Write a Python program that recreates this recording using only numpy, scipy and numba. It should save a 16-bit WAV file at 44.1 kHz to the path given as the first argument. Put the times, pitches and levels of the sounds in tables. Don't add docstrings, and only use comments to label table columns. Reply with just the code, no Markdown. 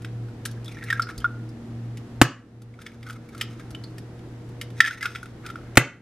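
import sys
import numpy as np
from scipy import signal
from scipy.fft import rfft, irfft, next_fast_len
from scipy.io import wavfile
from scipy.ndimage import uniform_filter1d
from numba import njit

SR = 44100
rng = np.random.default_rng(int(sys.argv[2]) if len(sys.argv) > 2 else 0)


def int16_out(signal):
    q = np.round(np.clip(np.atleast_2d(signal).T, -1, 1) * 32767)
    wavfile.write(sys.argv[1], SR, q.astype(np.int16))


N = 265393

# (frequency [Hz], relative level [dB], t60 [s])
BOWL_MODES = [(1346, 2.5, 0.069), (1397, -10, 0.08), (1860, -28, .05), (2146, -4, 0.022),
              (3500, -24, 0.012), (4950, -26.5, 0.035)]
# (frequency [Hz], side gain [dB])
PORT_SIDE = [(200, -28), (1400, -23), (2500, -15), (4000, -8.5), (8000, 0), (14000, 2.5)]


def undb(db):
    return 10 ** (np.asarray(db) / 20)


def fade(t60, secs):
    return np.exp(-np.log(1000) * np.arange(int(secs * SR)) / SR / max(t60, .002))


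def colour(x, shape):
    hz, db = np.transpose(shape)
    f = np.arange(x.shape[-1] // 2 + 1) * SR / x.shape[-1]
    gain = undb(np.interp(np.log(f + 1), np.log(hz), db))
    return irfft(rfft(x) * gain, x.shape[-1])


def unit(x):
    return x / np.sqrt(np.mean(x ** 2))


def ring(modes, secs=.4):
    t = np.arange(int(secs * SR)) / SR
    return sum(undb(db) * np.sin(2 * np.pi * hz * t) * fade(t60, secs) for hz, db, t60 in modes)


def add(out, s, x):
    i = int(s * SR)
    out[i:i + len(x)] += x[:N - i]


def walk(rate):
    k = int(SR / rate)
    steps = np.repeat(rng.standard_normal(N // k + 1), k)
    return 1.45 * uniform_filter1d(uniform_filter1d(steps, k), k)[:N]


def grit(rate, scatter_db):
    hit, size, sign = rng.random((3, N))
    height = undb(-scatter_db * np.log(size + 1e-9))
    return unit((hit < rate / SR) * height * np.sign(sign - .5))


@njit
def svf(x, hz, q):
    y, b, l = np.empty(len(x)), 0., 0.
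    for i in range(len(x)):
        g = np.tan(np.pi * hz[i] / SR)
        v = (b + g * (x[i] - l)) / (1 + g * (g + 1 / q))
        b, l, y[i] = 2 * v - b, l + 2 * g * v, v / q
    return y


@njit
def duck(over_db, attack, release_db):
    cut, c = np.empty(len(over_db)), 0.
    for i in range(len(over_db)):
        c = c + attack * (over_db[i] - c) if over_db[i] > c else max(c - release_db, 0.)
        cut[i] = c
    return cut


def fridge():
    # (time [s], rms level [dB], rms level of its octave [dB] before wander)
    motor_levels = [(0, -35, -58.5), (.9, -38.5, -50.5), (1.6, -37.5, -47.5), (2.199, -38, -45.5),
                    (3.55, -43.5, -49), (3.78, -50, -62), (3.95, -63.5, -75)]
    beat_times = [-.01, .37, .77, 1.15, 1.595, 2.09, 2.46, 2.88, 3.31, 3.63, 3.78, 3.87, 3.94]
    # (frequency [Hz], rms level [dB] before wander)
    whine_tones = [(317.6, -55), (479.1, -56.5)]
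    t = np.arange(N) / SR
    hum_phase = 2 * np.pi * 118.45 * t
    cycles_behind = np.interp(t, beat_times, np.arange(len(beat_times)))
    motor_phase = hum_phase - 2 * np.pi * uniform_filter1d(cycles_behind, size=4000, mode="nearest")
    s, db, octave_db = np.transpose(motor_levels)
    hum = undb(-41.5 + 2.0 * walk(6)) * np.sin(hum_phase)
    motor = undb(np.interp(t, s, db)) * np.sin(motor_phase)
    octave = undb(np.interp(t, s, octave_db) + 2.2 * walk(7.7)) * np.sin(2 * motor_phase)
    whine = sum(undb(d + 2 * walk(5)) * np.sin(2 * np.pi * f * t) for f, d in whine_tones)
    return np.sqrt(2) * (hum - motor + octave + whine)


def air():
    # (frequency [Hz], relative level [dB])
    air_spectrum = [(12, -66), (20, -13.5), (85, -11.5), (148, -11.5), (237, -11), (391, -15), (450, -23),
                    (700, -25), (1000, -31), (1900, -34.5), (2300, -39), (5000, -46), (12600, -57),
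                    (15300, -83)]
    # (frequency [Hz], side minus mid [dB])
    air_width = [(100, -36.5), (350, -11.5), (1100, -5.5), (2500, -1.5), (12000, 1.5)]
    mid, side = colour(rng.standard_normal((2, N)), air_spectrum)
    level = undb(-43 + 0.32 * walk(7.5))
    scale = level / np.sqrt(np.mean(mid ** 2))
    return scale * (mid + np.outer([1, -1], colour(side, air_width)))


def wall(x):
    # (centre [Hz], width [Hz], relative level [dB])
    wall_modes = [(2048, 1150, 0), (3410, 840, -3.5), (5040, 1240, -4), (6180, 460, -5.5),
                  (7800, 2800, -11), (10730, 4800, -24.5)]
    out = 0
    for hz, width, db in wall_modes:
        centre, q = np.full(N, 1. * hz), 0.71 * hz / width
        out = out + undb(db) * svf(svf(x, centre, q), centre, q)
    return unit(out)


def snaps():
    # (time [s], relative level [dB], mean pitch of the hollow [Hz],
    # ring length to -60 dB [s], relative crackle level [dB], relative hiss level [dB])
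    snap_events = [(0.019, -51.5, 1450, 0.034, -8.5, -9), (0.046, -27.5, 1450, 0.0099, -14.5, -34),
                   (0.284, -44, 1440, .025, -22, -28), (0.4522, -24.5, 2840, 0.0074, -30, -10.5),
                   (0.4562, -16, 1675, 0.0072, -31, -34), (0.511, -50.5, 1510, .023, -22, -2.5),
                   (0.574, -42.5, 1630, 0.019, -31, -34), (0.644, -46, 5440, .025, -19, -10),
                   (0.657, -42, 3660, 0.044, -22, -19), (0.679, -28, 3460, 0.014, -34, -27),
                   (0.7205, -41, 2230, 0.023, -13, -19), (0.744, -47, 5420, 0.019, -14, -34),
                   (0.769, -32, 1750, .017, -25, -36), (0.809, -36.5, 1900, 0.085, -37, -39),
                   (0.8265, -29.5, 1640, 0.017, -25, -35), (0.8374, -33, 1720, .022, -37, -15),
                   (0.9013, -11.5, 1840, 0.026, -18.5, -40), (0.926, -9, 1630, 0.017, -28, -40),
                   (0.9951, -8.5, 1360, 0.021, -35.5, -45), (1.019, -24, 4510, .025, -21, -22.5),
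                   (1.069, -28, 1436, .02, -28, -41), (1.0895, -23.5, 1415, .02, -29, -53),
                   (1.1774, -35, 4810, 0.026, -36, -9), (1.201, -43.5, 3120, 0.058, -13, -15),
                   (1.2429, -9.5, 1382, 0.044, -34, -63), (1.488, -49.5, 5370, 0.027, -31, -12),
                   (1.9713, -46, 2770, 0.035, -7, -9.5), (2.618, -42.5, 1354, 0.016, -19, -9.5),
                   (2.7384, -39, 2180, 0.017, -18.5, -34), (2.789, -31.5, 1380, 0.016, -18.5, -47),
                   (2.817, -41.5, 1360, 0.02, -5, -9), (2.863, -21.5, 2225, 0.013, -14, -37),
                   (2.917, -40.5, 2220, .02, -21, -25), (3.028, -35.5, 2080, .016, -9.5, -23),
                   (3.065, -28, 1440, 0.025, -17, -41), (3.0867, -31, 1330, 0.013, -29, -22),
                   (3.097, -24, 1420, 0.027, -18, -30), (3.105, -28, 1300, .017, -27, -22),
                   (3.127, -38, 1340, .023, -19, -14), (3.2879, -42, 2210, .03, -34, -15),
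                   (3.3474, -32.5, 1370, 0.023, -21, -26), (3.378, -53, 1750, .025, -7, 3),
                   (3.4105, -18, 3164, 0.022, -10, -19), (3.595, -37, 1313, 0.02, -17, -26),
                   (3.705, -46.5, 1360, .023, -25, -6.5), (3.7472, -26, 2920, 0.015, -22, -37),
                   (3.837, -34.5, 4500, 0.027, -21, -26), (3.981, -40, 1820, .02, -14, -12),
                   (4.19, -55, 2880, .02, -8, -15), (4.489, -56.5, 1280, .018, -25, -6),
                   (4.6122, -26, 2930, 0.016, -12, -15.5), (4.702, -51.5, 1370, .018, -6, -13.5),
                   (4.8032, 7, 1806, 0.018, -21, -50.5), (4.815, -21.5, 1760, .015, -23.5, -40),
                   (4.841, -10.5, 1770, 0.021, -27, -42), (4.8474, -9.5, 1730, 0.034, -20.5, -53),
                   (4.86, -13, 1795, 0.038, -16, -45), (4.877, -18, 1810, .018, -12, -43),
                   (4.908, -13, 1470, .014, -26, -44), (5.008, -23.5, 2035, 0.066, -14, -32),
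                   (5.027, -11, 1616, 0.014, -19.5, -32.5), (5.055, -10, 1450, .024, -18.5, -37),
                   (5.1038, -30, 1380, 0.018, -25, -33), (5.1493, -26, 1354, 0.025, -11, -45),
                   (5.1568, -24, 1430, 0.015, -14, -39.5), (5.183, -48, 1360, .025, -2, -28),
                   (5.229, -23.5, 1427, 0.017, -35, -28), (5.2566, -32, 1400, .017, -19, -28),
                   (5.453, -31, 1450, 0.03, -24, -37), (5.462, -30.5, 1370, 0.023, -13.5, -18.5),
                   (5.4884, -34, 1340, .025, -16, -29), (5.5002, -26, 1365, 0.021, -21, -35),
                   (5.556, -23, 1404, 0.014, -27.5, -47), (5.586, -41, 1335, 0.043, -26, -41.5)]
    # (frequency [Hz], relative level [dB])
    hiss_spectrum = [(900, -18), (2000, -17.5), (4000, -2.5), (7000, -7.5), (11000, -7.5), (15500, -22)]
    flutter_depth, lowest_crackle_hz, crackle_t60 = 0.018, 3100, 0.043
    out, t = np.zeros(N), np.arange(int(.4 * SR)) / SR
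    bowl = undb(-15) * ring(BOWL_MODES)
    tiny = grit(15000, 2.4)
    spray = unit(colour(tiny, hiss_spectrum))
    scratch = wall(tiny) + undb(2) * tiny
    swell = 1 - np.exp(-(t / 0.0013) ** 2)
    flutter = np.tile(walk(700), 2)
    for s, db, hz, length, crackle_db, hiss_db in snap_events:
        i = int(s * SR)
        depth = flutter_depth + .02 * (hz / 3000) ** 2
        phase = 2 * np.pi * np.cumsum(hz * (1 + depth * flutter[i:i + len(t)])) / SR
        choke = np.exp(-np.log(1000) * (t / length) ** 2.45)
        hollow = choke * (np.sin(phase) + undb(-18) * np.sin(0.96 * phase)) + bowl
        add(out, s, undb(db - 4) * swell * hollow)
        centre = max(lowest_crackle_hz, hz)
        peak = [(centre / 19.0, -20), (centre, 0), (centre * 1.24, -4), (centre * 3.5, -22)]
        crackle = undb(crackle_db) * unit(colour(scratch[i:i + 4096], peak))
        puff = crackle + undb(hiss_db) * spray[i:i + 4096]
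        add(out, s, undb(db + 8.5) * puff * (swell * fade(crackle_t60, .4))[:4096])
    return out


def grind():
    # (peak time [s], level of hollow and bowl mix [dB], mean pitch of the hollow [Hz],
    # rasp gain [dB], swell time over 20 dB [s], decay time over 20 dB [s])
    grind_strokes = [(.72, -70, 2220, 12.5, 0.086, 0.091), (.82, -46, 1850, -8, .1, 0.057),
                     (.875, -52, 2210, -5, .04, 0.025), (.945, -36, 1640, -12, .035, 0.064),
                     (1.1, -44, 1440, -10.5, 0.31, 0.12), (2.821, -46, 1580, -2.5, 0.054, 0.21),
                     (3.07, -45, 1440, -8, 0.042, 0.24), (3.36, -52, 1520, -5, 0.18, 0.57),
                     (3.62, -61, 1420, -5, 0.13, 0.043), (4.78, -58, 1780, 6, .05, 0.045),
                     (4.865, -25, 1700, -5, .035, 0.071), (4.98, -43, 1890, -2, .08, 0.044),
                     (5.05, -19, 1520, -10.5, 0.059, 0.031), (5.169, -53, 1487, 7, 0.21, 0.15),
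                     (5.442, -44.5, 1477, -16, 0.015, 0.29)]
    out, t = np.zeros(N), np.arange(N) / SR
    slips = grit(2500, 1.78) * undb(5.4 * walk(70))
    rasp = wall(slips)
    bowl = unit(signal.fftconvolve(slips, ring(BOWL_MODES))[:N])
    rows = np.array(grind_strokes)
    pitch = np.interp(t, rows[:, 0], rows[:, 2])
    hz = np.clip(pitch * (1 + 0.04 * walk(50)), 500, 5000)
    hollow = unit(svf(svf(slips, hz, 3.), hz, 3.)) + undb(-2) * bowl
    for s, db, _, rasp_db, swell, decay in grind_strokes:
        stroke = undb(db - 20 * np.maximum((s - t) / swell, (t - s) / decay) ** 1.2)
        out += stroke * (hollow + undb(rasp_db) * rasp)
    return out


def plops():
    # (time [s], level of the upper tone [dB], its frequency [Hz], t60 [s])
    yolk_landings = [(1.17, -33, 105.8, 0.2), (3.71, -35.5, 113.5, 0.11)]
    out = np.zeros(N)
    onset = np.clip(np.arange(int(.4 * SR)) / (0.01 * SR), 0, 1)
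    for s, db, hz, t60 in yolk_landings:
        add(out, s, ring([(hz, db, t60), (0.52 * hz, db + 6, t60)]) * onset)
    return out


def knocks():
    # (time [s], thud level [dB], crunch level [dB], crunch centre [Hz],
    # centre lift [dB], cave-in time [s], crunch t60 [s], rattle level [dB])
    knock_events = [(2.2147, 3, 2, 1503, 2.5, 0.0041, 0.035, -17.5),
                    (5.7556, -54.5, -37, 2255, -1, 0.0014, 0.056, -58),
                    (5.772, 2.5, 4.5, 2400, 5.5, 0.00582, 0.028, -12.5)]
    # (frequency [Hz], relative level [dB], t60 [s])
    counter_modes = [(125.2, -2, 0.15), (149.2, -11.5, 0.2), (279, 7.5, 0.036), (323.7, -3, 0.074),
                     (596, -17.5, 0.025), (1057, -17, 0.044), (1450, -19.5, 0.041), (2180, -27.5, 0.015)]
    # (frequency [Hz], relative level [dB])
    crunch_spectrum = [(290, -31.5), (550, -3.5), (800, -10.5), (1150, -3.5), (2820, -9.5), (3650, -17),
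                       (5690, -19.5), (6290, -14.5), (6960, -17), (10500, -24), (12900, -23.5),
                       (15300, -35.5)]
    # (frequency [Hz], relative level [dB])
    rattle_spectrum = [(700, -22.5), (1100, 4), (1500, -4.5), (2000, -12), (2700, 0), (3300, -16),
                       (7000, -28), (12000, -35)]
    out, t = np.zeros(N), np.arange(int(.2 * SR)) / SR
    thud = ring(counter_modes)
    for s, db, crunch_db, hz, lift_db, cave, t60, rattle_db in knock_events:
        add(out, s, undb(db - 14.5) * thud)
        add(out, s + 0.5917 * cave, -undb(db) * thud)
        noise = colour(rng.standard_normal(len(t)), crunch_spectrum)
        noise = colour(noise, [(hz / 6.7, 0), (hz, lift_db), (hz * 2, 0)])
        cave_in = np.clip(t / 0.00009, 0, 1) * np.exp(-np.log(1000) * np.maximum(t - cave, 0) / t60)
        add(out, s, undb(crunch_db) * unit(noise) * cave_in)
        rattle = unit(colour(rng.standard_normal(len(t)), rattle_spectrum))
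        rattle = rattle * undb(1.6 * walk(90)[:len(t)])
        add(out, s + cave, undb(rattle_db) * rattle * fade(0.15, .2))
    return out


def room(x):
    # (centre [Hz], relative level [dB], t60 [s])
    tail_bands = [(204, -21.5, 0.71), (510, -11, .3), (1210, -12, 0.35), (2260, -10.5, 0.31),
                  (4640, -8.5, 0.27), (10800, -7, 0.091)]
    tail = 0
    for hz, db, t60 in tail_bands:
        shape = [(hz / 3, -30), (hz / 1.275, 0), (hz * 1.304, 0), (hz * 3, -30)]
        band = colour(rng.standard_normal((2, SR // 2)), shape)
        tail = tail + undb(db) * band * fade(t60, .5) / np.sqrt(0.079 * t60 * SR)
    tail = tail * np.clip(np.arange(SR // 2) / (0.0061 * SR), 0, 1)
    mid, side = signal.fftconvolve(x[None], tail, axes=1)[:, :N]
    return mid + np.outer([1, -1], undb(3) * colour(side, PORT_SIDE))


def scene():
    hands = snaps() + grind()
    counter = knocks() + plops()
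    lean = undb(3.0) * counter - undb(-5.0) * hands
    quarter_turn = signal.hilbert(lean, next_fast_len(N)).imag[:N]
    scatter = rng.standard_normal(int(.01 * SR)) * fade(0.016, .01)
    scatter = scatter / np.sqrt(np.sum(scatter ** 2))
    uneven = signal.fftconvolve(hands + counter, scatter)[:N]
    side = colour(quarter_turn + undb(-7.0) * uneven, PORT_SIDE)
    direct = hands + counter + np.outer([1, -1], side)
    return direct + room(undb(-1.5) * hands + counter) + fridge() + air()


def record(dry):
    loud_db = 10 * np.log10(uniform_filter1d(np.mean(dry ** 2, axis=0), size=220) + 1e-12)
    over_db = 0.72 * np.maximum(loud_db + 16, 0)
    cut_db = duck(over_db, 1 / (0.0083 * SR), 8.5 / SR)
    clipped = np.clip(dry * undb(-cut_db), -.97, .97)
    firm = signal.sosfilt(signal.butter(1, 25., "high", fs=SR, output="sos"), clipped)
    top_cut = signal.ellip(8, .2, 70, 15300, fs=SR, output="sos")
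    return np.clip(signal.sosfilt(top_cut, firm), -1, 1)


dry = scene()
out = record(dry)
int16_out(out)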